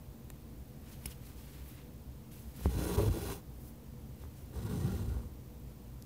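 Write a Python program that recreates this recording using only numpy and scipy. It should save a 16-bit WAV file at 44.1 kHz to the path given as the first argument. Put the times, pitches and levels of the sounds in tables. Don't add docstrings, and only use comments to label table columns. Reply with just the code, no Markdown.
import sys
import numpy as np
from scipy import signal
from scipy.fft import rfft, irfft
from scipy.io import wavfile
from scipy.ndimage import uniform_filter1d

SR = 44100
rng = np.random.default_rng(int(sys.argv[2]) if len(sys.argv) > 2 else 0)


def transcribe(signal):
    frames = np.atleast_2d(signal).T
    limited = np.clip(frames, -1, 1)
    pcm = np.round(limited * 32767).astype(np.int16)
    wavfile.write(sys.argv[1], SR, pcm)


def how_loud(loudness_db):
    steps = np.asarray(loudness_db, float) / 20
    return 10 ** steps


N = 266972


def rms_one(x):
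    return x / np.sqrt(np.mean(x ** 2) + 1e-20)


def cut(x, hz, kind, order=2):
    return signal.sosfilt(signal.butter(order, hz, kind, fs=SR, output="sos"), x)


def resonate(x, modes):
    out = 0
    forces = np.broadcast_to(x, (len(modes), x.shape[-1]))
    for force, (hz, width, db) in zip(forces, modes):
        r = np.exp(-np.pi * width / SR)
        poles = [1, -2 * r * np.cos(2 * np.pi * hz / SR), r * r]
        out = out + how_loud(db) * signal.lfilter([1 - r * r, 0, r * r - 1], poles, force + 1e-18)
    return out


def drift(hz, count):
    lowpass = signal.butter(2, hz, fs=SR / 64, output="sos")
    slow = signal.sosfilt(lowpass, rng.standard_normal(count // 64 + 700))[600:]
    return np.interp(np.arange(count) / 64, np.arange(len(slow)), rms_one(slow))


def pulls():
    # t/s, level/dB
    speeds = [
        [(2.68, -53.5), (2.77, -53), (2.79, -48.5), (2.95, -46.5), (3.09, -51), (3.2, -51), (3.325, -47.5),
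         (3.385, -60), (3.42, -73)],
        [(4.47, -73), (4.506, -78), (4.554, -60), (4.6, -60), (4.712, -56), (4.95, -56.5), (5.1, -61.5),
         (5.25, -70), (5.36, -91)],
    ]
    # f/Hz, width/Hz, level/dB
    low_drum = [(56, 16, -1.2), (73, 23, 0.24)]
    high_drum = [(109.3, 7, 11), (126, 25, -5.5)]
    middles = [
        [(179.7, 5.4, 6.5), (234, 33, -3), (268, 65, -14), (336, 29, -1), (400, 15, 1.5), (433, 17, -2),
         (484, 16, -11.5), (540, 25, -19)],
        [(187.7, 4.8, 10.5), (233.5, 7.2, 5.5), (286, 11, -22), (351, 17, -11), (398, 36, -8), (442, 35, -15),
         (480, 15, -17)],
    ]
    upper = [(680, 31, -7), (812, 27, 3.5), (780, 27, 2), (954, 120, 2.5), (1104, 110, -1.5),
             (1398, 75, -2), (1866, 59, -6)]
    # f/Hz, width/Hz, level/dB
    threads = [
        [(2740, 740, 8.5), (3460, 150, 8.5), (4030, 250, 9.5), (5180, 2000, 5), (6430, 640, 1.5),
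         (7300, 370, -2), (8800, 1100, 5.5), (10160, 830, 7), (12130, 1800, 3.5), (14400, 1900, 5.5)],
        [(2780, 470, -9), (3420, 1800, -1.5), (4050, 150, -2), (4840, 1200, -8), (5330, 450, -11),
         (6140, 680, -4), (7260, 230, -2.5), (8000, 1100, -5.5), (8800, 540, -1.5), (9900, 1100, -7),
         (11400, 1400, -7), (13700, 1700, -1)],
    ]
    out, count = np.zeros(N), 55000
    for speed, harder_db, middle, thread in zip(speeds, [0, 4], middles, threads):
        start = round(speed[0][0] * SR) - 9000
        coarse = slips(count, per_s=3000, spread_db=4.0, clump_db=-0.53)
        fine = slips(count, per_s=20000, spread_db=4.5, clump_db=0.9)
        fuzz = cut(rng.standard_normal(count), [2500, 15000], "band")
        ringing_thread = shaken(thread, fine, [2300, 16000], wander_db=1.34, steady=0.93)
        layers = [shaken(low_drum, coarse, [40, 90], wander_db=-1.0, steady=1.0),
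                  shaken(high_drum, coarse, [85, 150], wander_db=8.0, steady=0.82),
                  shaken(middle[:3], coarse, [150, 310], wander_db=2.5, steady=0.97),
                  shaken(middle[3:], coarse, [310, 560], wander_db=5.5, steady=1.0),
                  shaken(upper, coarse, [650, 2050], wander_db=3.0, steady=0.43),
                  ringing_thread + how_loud(-20) * fuzz]
        out[start:start + count] += np.sum(gains(speed, harder_db, start, count) * layers, axis=0)
    return out


def slips(count, per_s, spread_db, clump_db):
    sizes = how_loud(spread_db * np.minimum(rng.exponential(1, count), 4)) * rng.choice([-1, 1], count)
    happens = rng.random(count) < per_s / SR
    return rms_one(sizes * happens * how_loud(clump_db * drift(36, count)))


def shaken(modes, force, band_hz, wander_db, steady):
    reach = how_loud(wander_db * np.array([drift(5.56, len(force)) for mode in modes]))
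    ring = rms_one(cut(resonate(reach * force, modes), band_hz, "band"))
    swell = uniform_filter1d(ring ** 2, size=2000) + 0.064
    return rms_one(ring / swell ** (steady / 2))


def gains(speed, harder_db, start, count):
    # centre f/Hz, level at full speed/dB, share of the speed swing followed
    families = [
        (62.6, -43.5, 0.66),
        (119, -46, 0.95),
        (216, -48.5, 0.73),
        (400, -48, 0.8),
        (1090, -52, 1),
    ]
    # t/s, length/s, level/dB, most shaken f/Hz
    tugs = [(2.77, 0.059, -28, 72), (2.813, 0.12, -39, 281), (2.878, 0.12, -40, 400),
            (2.936, 0.083, -37.5, 191), (2.989, 0.04, -25, 62), (2.994, 0.041, -28.5, 427),
            (3.017, 0.1, -50, 940), (3.036, 0.034, -31, 116), (3.046, 0.076, -36.5, 400),
            (3.082, 0.048, -26.5, 100), (3.104, 0.054, -29, 61), (3.163, 0.066, -41.5, 400),
            (3.24, 0.032, -46, 400), (3.313, .04, -49, 1000), (3.32, .07, -53, 80),
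            (4.578, 0.04, -36, 62.4), (4.647, 0.067, -35, 107), (4.738, .07, -37.5, 200),
            (4.77, 0.1, -34.5, 111), (4.84, 0.089, -30.5, 104), (4.897, 0.1, -37.5, 198),
            (4.944, 0.031, -33, 65), (5.016, 0.041, -32, 106), (5.083, 0.073, -32, 67.5),
            (5.163, 0.074, -34, 60), (5.25, 0.036, -37.5, 65)]
    # t/s, length/s, loss/dB
    stalls = [(2.968, .004, 11), (3.097, .005, 6), (3.11, .012, 4), (4.645, .004, 4), (4.686, .006, 4),
              (5.04, .008, 4), (5.072, .01, 4)]
    full_speed_db, tug_reach_db_per_octave = -50, 14.5
    t = (start + np.arange(count)) / SR
    speed_s, speed_db = np.transpose(speed)
    first, last = speed_s[0], speed_s[-1]
    moving = np.clip(np.minimum(t - first, last - t) / .02, 0, 1)
    hiss_db = np.interp(t, speed_s, speed_db)
    for at, length, loss_db in stalls:
        hiss_db = hiss_db - loss_db * np.exp(-((t - at) / length) ** 2)
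    swells = []
    for at, length, tug_db, hz in tugs:
        if first < at < last:
            shape = np.cos(np.pi * np.clip((t - at) / length, -1, 1) / 2) ** 2
            swells.append((how_loud(tug_db) * shape, hz))
    levels = []
    for centre_hz, base_db, share in families:
        drag = moving * how_loud(base_db + harder_db + share * (hiss_db - full_speed_db))
        power = drag ** 2
        for swell, hz in swells:
            octaves = abs(np.log2(hz / centre_hz))
            power = power + (swell * how_loud(-tug_reach_db_per_octave * octaves)) ** 2
        levels.append(np.sqrt(power))
    return np.array(levels + [moving * how_loud(hiss_db)])


def brushes():
    # peak t/s, rise/s, fall/s, level/dB, tilt towards the airy top/dB
    strokes = [(.875, 0.046, .1, -72.5, -10), (.93, 0.078, 0.037, -58.5, 1), (1.059, .004, 0.017, -50.5, 6),
               (1.115, 0.17, 0.052, -58, 1), (1.27, 0.062, .08, -59, 0.5), (1.385, 0.043, 0.18, -62.5, 1.5),
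               (1.54, 0.13, 0.11, -62.5, 1), (1.7, 0.13, .1, -65, 7.5), (1.8, 0.9, 0.093, -70, -8.5),
               (2.318, 0.0091, .35, -62, 2), (2.565, 0.034, 0.14, -60.5, 1),
               (2.656, 0.077, 0.033, -52, -0.5), (3.685, 0.13, 0.042, -63.5, 6.5),
               (4.22, 0.11, 0.088, -66.5, -0.5), (4.384, 0.069, 0.12, -65.5, 0.5), (5.4, .02, .03, -79, 2),
               (5.7, 0.07, .08, -75, 0)]
    colour_db = [-2.5, -2.5, -1.3]
    bands_hz = [[900, 3600], [3300, 10500], [10000, 16000]]
    hiss = [rms_one(cut(slips(N, per_s=16000, spread_db=2.5, clump_db=1.5), band, "band"))
            for band in bands_hz]
    t, power = np.arange(N) / SR, 0
    for peak_s, rise, fall, db, tilt_db in strokes:
        stroke = how_loud(db - 14 * np.maximum((peak_s - t) / rise, (t - peak_s) / fall))
        colour = how_loud(np.add(colour_db, tilt_db * np.arange(-1, 2)))
        power = power + np.outer(colour, stroke) ** 2
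    return np.sum(np.sqrt(power) * hiss, axis=0)


def ticks():
    tick_s = [.302, 1.057, 1.0583, 1.078, 1.109, 1.116, 2.3166, 2.6572, 2.838, 4.237, 5.092, 6.024]
    # peak level/dB, ring f/Hz, width/Hz, t60/s
    tick_rings = [
        [(-42.5, 900, 700, 0.015), (-44, 1700, 1700, 0.016), (-36, 8600, 3240, 0.01), (-36, 13800, 3000, .0075)],
        [(-35.5, 2400, 820, 0.013), (-41.5, 6100, 900, .015), (-38, 14500, 3000, .015)],
        [(-39.5, 5260, 190, 0.014), (-28.5, 10000, 1500, 0.014), (-36, 16000, 3000, .019)],
        [(-54, 3600, 550, 0.043)],
        [(-59, 2950, 660, .021)],
        [(-52, 2970, 360, .064)],
        [(-50, 9000, 8000, .043)],
        [(-50, 5000, 4000, .004), (-45, 1100, 500, .007)],
        [(-47, 9100, 9000, .009)],
        [(-52, 490, 500, 0.024)],
        [(-56, 6000, 5000, .01)],
        [(-53, 5100, 1500, .012), (-40, 10700, 4700, 0.011), (-40.5, 5300, 4000, .0064)],
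    ]
    out, t = np.zeros(N), np.arange(2000) / SR
    all_crackles = rng.standard_normal((len(tick_rings), 4, 2000))
    for s, rings, crackles in zip(tick_s, tick_rings, all_crackles):
        i = round(s * SR)
        for (db, hz, width, t60), crackle in zip(rings, crackles):
            crackle[0] = 5
            mode = [(hz, 1.3 * width, 0)]
            ring = resonate(resonate(crackle * how_loud(-60 * t / t60), mode), mode)
            out[i:i + 2000] += how_loud(db) * ring[:N - i] / np.abs(ring).max()
    return out


def knocks():
    # t/s, level/dB, contact f/Hz
    pushes = [(0.304, -44, 1520), (1.058, -35.5, 900), (2.594, -41, 590), (2.611, -37.5, 624),
              (2.6417, -36, 31.3), (2.6576, -17.5, 650), (2.971, -32, 500), (4.238, -37, 1160),
              (4.253, -42, 700), (5.168, -38.5, 604)]
    # f/Hz, width/Hz, level/dB
    knocked = [(63.7, 15, 25), (176, 11, 21), (272, 11, 15), (396, 47, 13.5), (550, 100, 11)]
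    push = np.zeros(N)
    for s, db, hz in pushes:
        dent = cut(signal.unit_impulse(4000), hz, "low")
        push[round(s * SR):][:4000] += how_loud(db) * dent / dent.max()
    push = cut(push, 1690, "low")
    spring_back = cut(np.roll(push, 43), 60, "low", order=1)
    return resonate(spring_back, knocked) - push


def room():
    # f/Hz, level per Hz/dB
    spectrum = [(25, -38), (45, -4), (70, 0), (130, -24.5), (230, -17.5), (480, -25.5), (950, -28),
                (1400, -35), (3000, -38), (7500, -41), (10500, -41), (13500, -38.5), (15000, -32.5),
                (16000, -56)]
    # f/Hz, width/Hz, level/dB
    room_modes = [(60, 18, -4), (125.5, 17.3, -6), (227.5, 14.8, -11), (297.5, 11, -17.5),
                  (486.5, 20, -20.5)]
    hz = np.fft.rfftfreq(N, 1 / SR) + 1
    at_hz, db = np.transpose(spectrum)
    shape = how_loud(np.interp(np.log(hz), np.log(at_hz), db))
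    broad = irfft(rfft(rng.standard_normal(N)) * shape, N)
    standing = resonate(rng.standard_normal((len(room_modes), N + SR)), room_modes)
    standing = cut(standing, 670, "low")[SR:]
    return how_loud(-53.5) * rms_one(broad) + how_loud(-48.5) * rms_one(standing)


def buzz():
    # t into the cycle/s, length/s, level/dB
    sparks = [(.0183, .0003, -53), (.0008, .0008, -57)]
    mains_hz = 50
    t = np.arange(N) / SR
    gate = sum(how_loud(db) * np.exp(-((t - s) % (1 / mains_hz)) / length) for s, length, db in sparks)
    return how_loud(4.5) * cut(gate * rng.standard_normal(N), 12500, "high")


def scene():
    return (pulls() + brushes() + ticks() + knocks() + room() + buzz())[None]


def roll_off(x):
    return signal.sosfilt(signal.butter(12, 16510, fs=SR, output="sos"), x)


def record(dry):
    edge = signal.ellip(14, .5, 60, 15740, fs=SR, output="sos")
    mix = signal.sosfilt(edge, cut(dry, 49.6, "high", order=3)) - .0006
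    return roll_off(mix)


dry = scene()
out = record(dry)
transcribe(out)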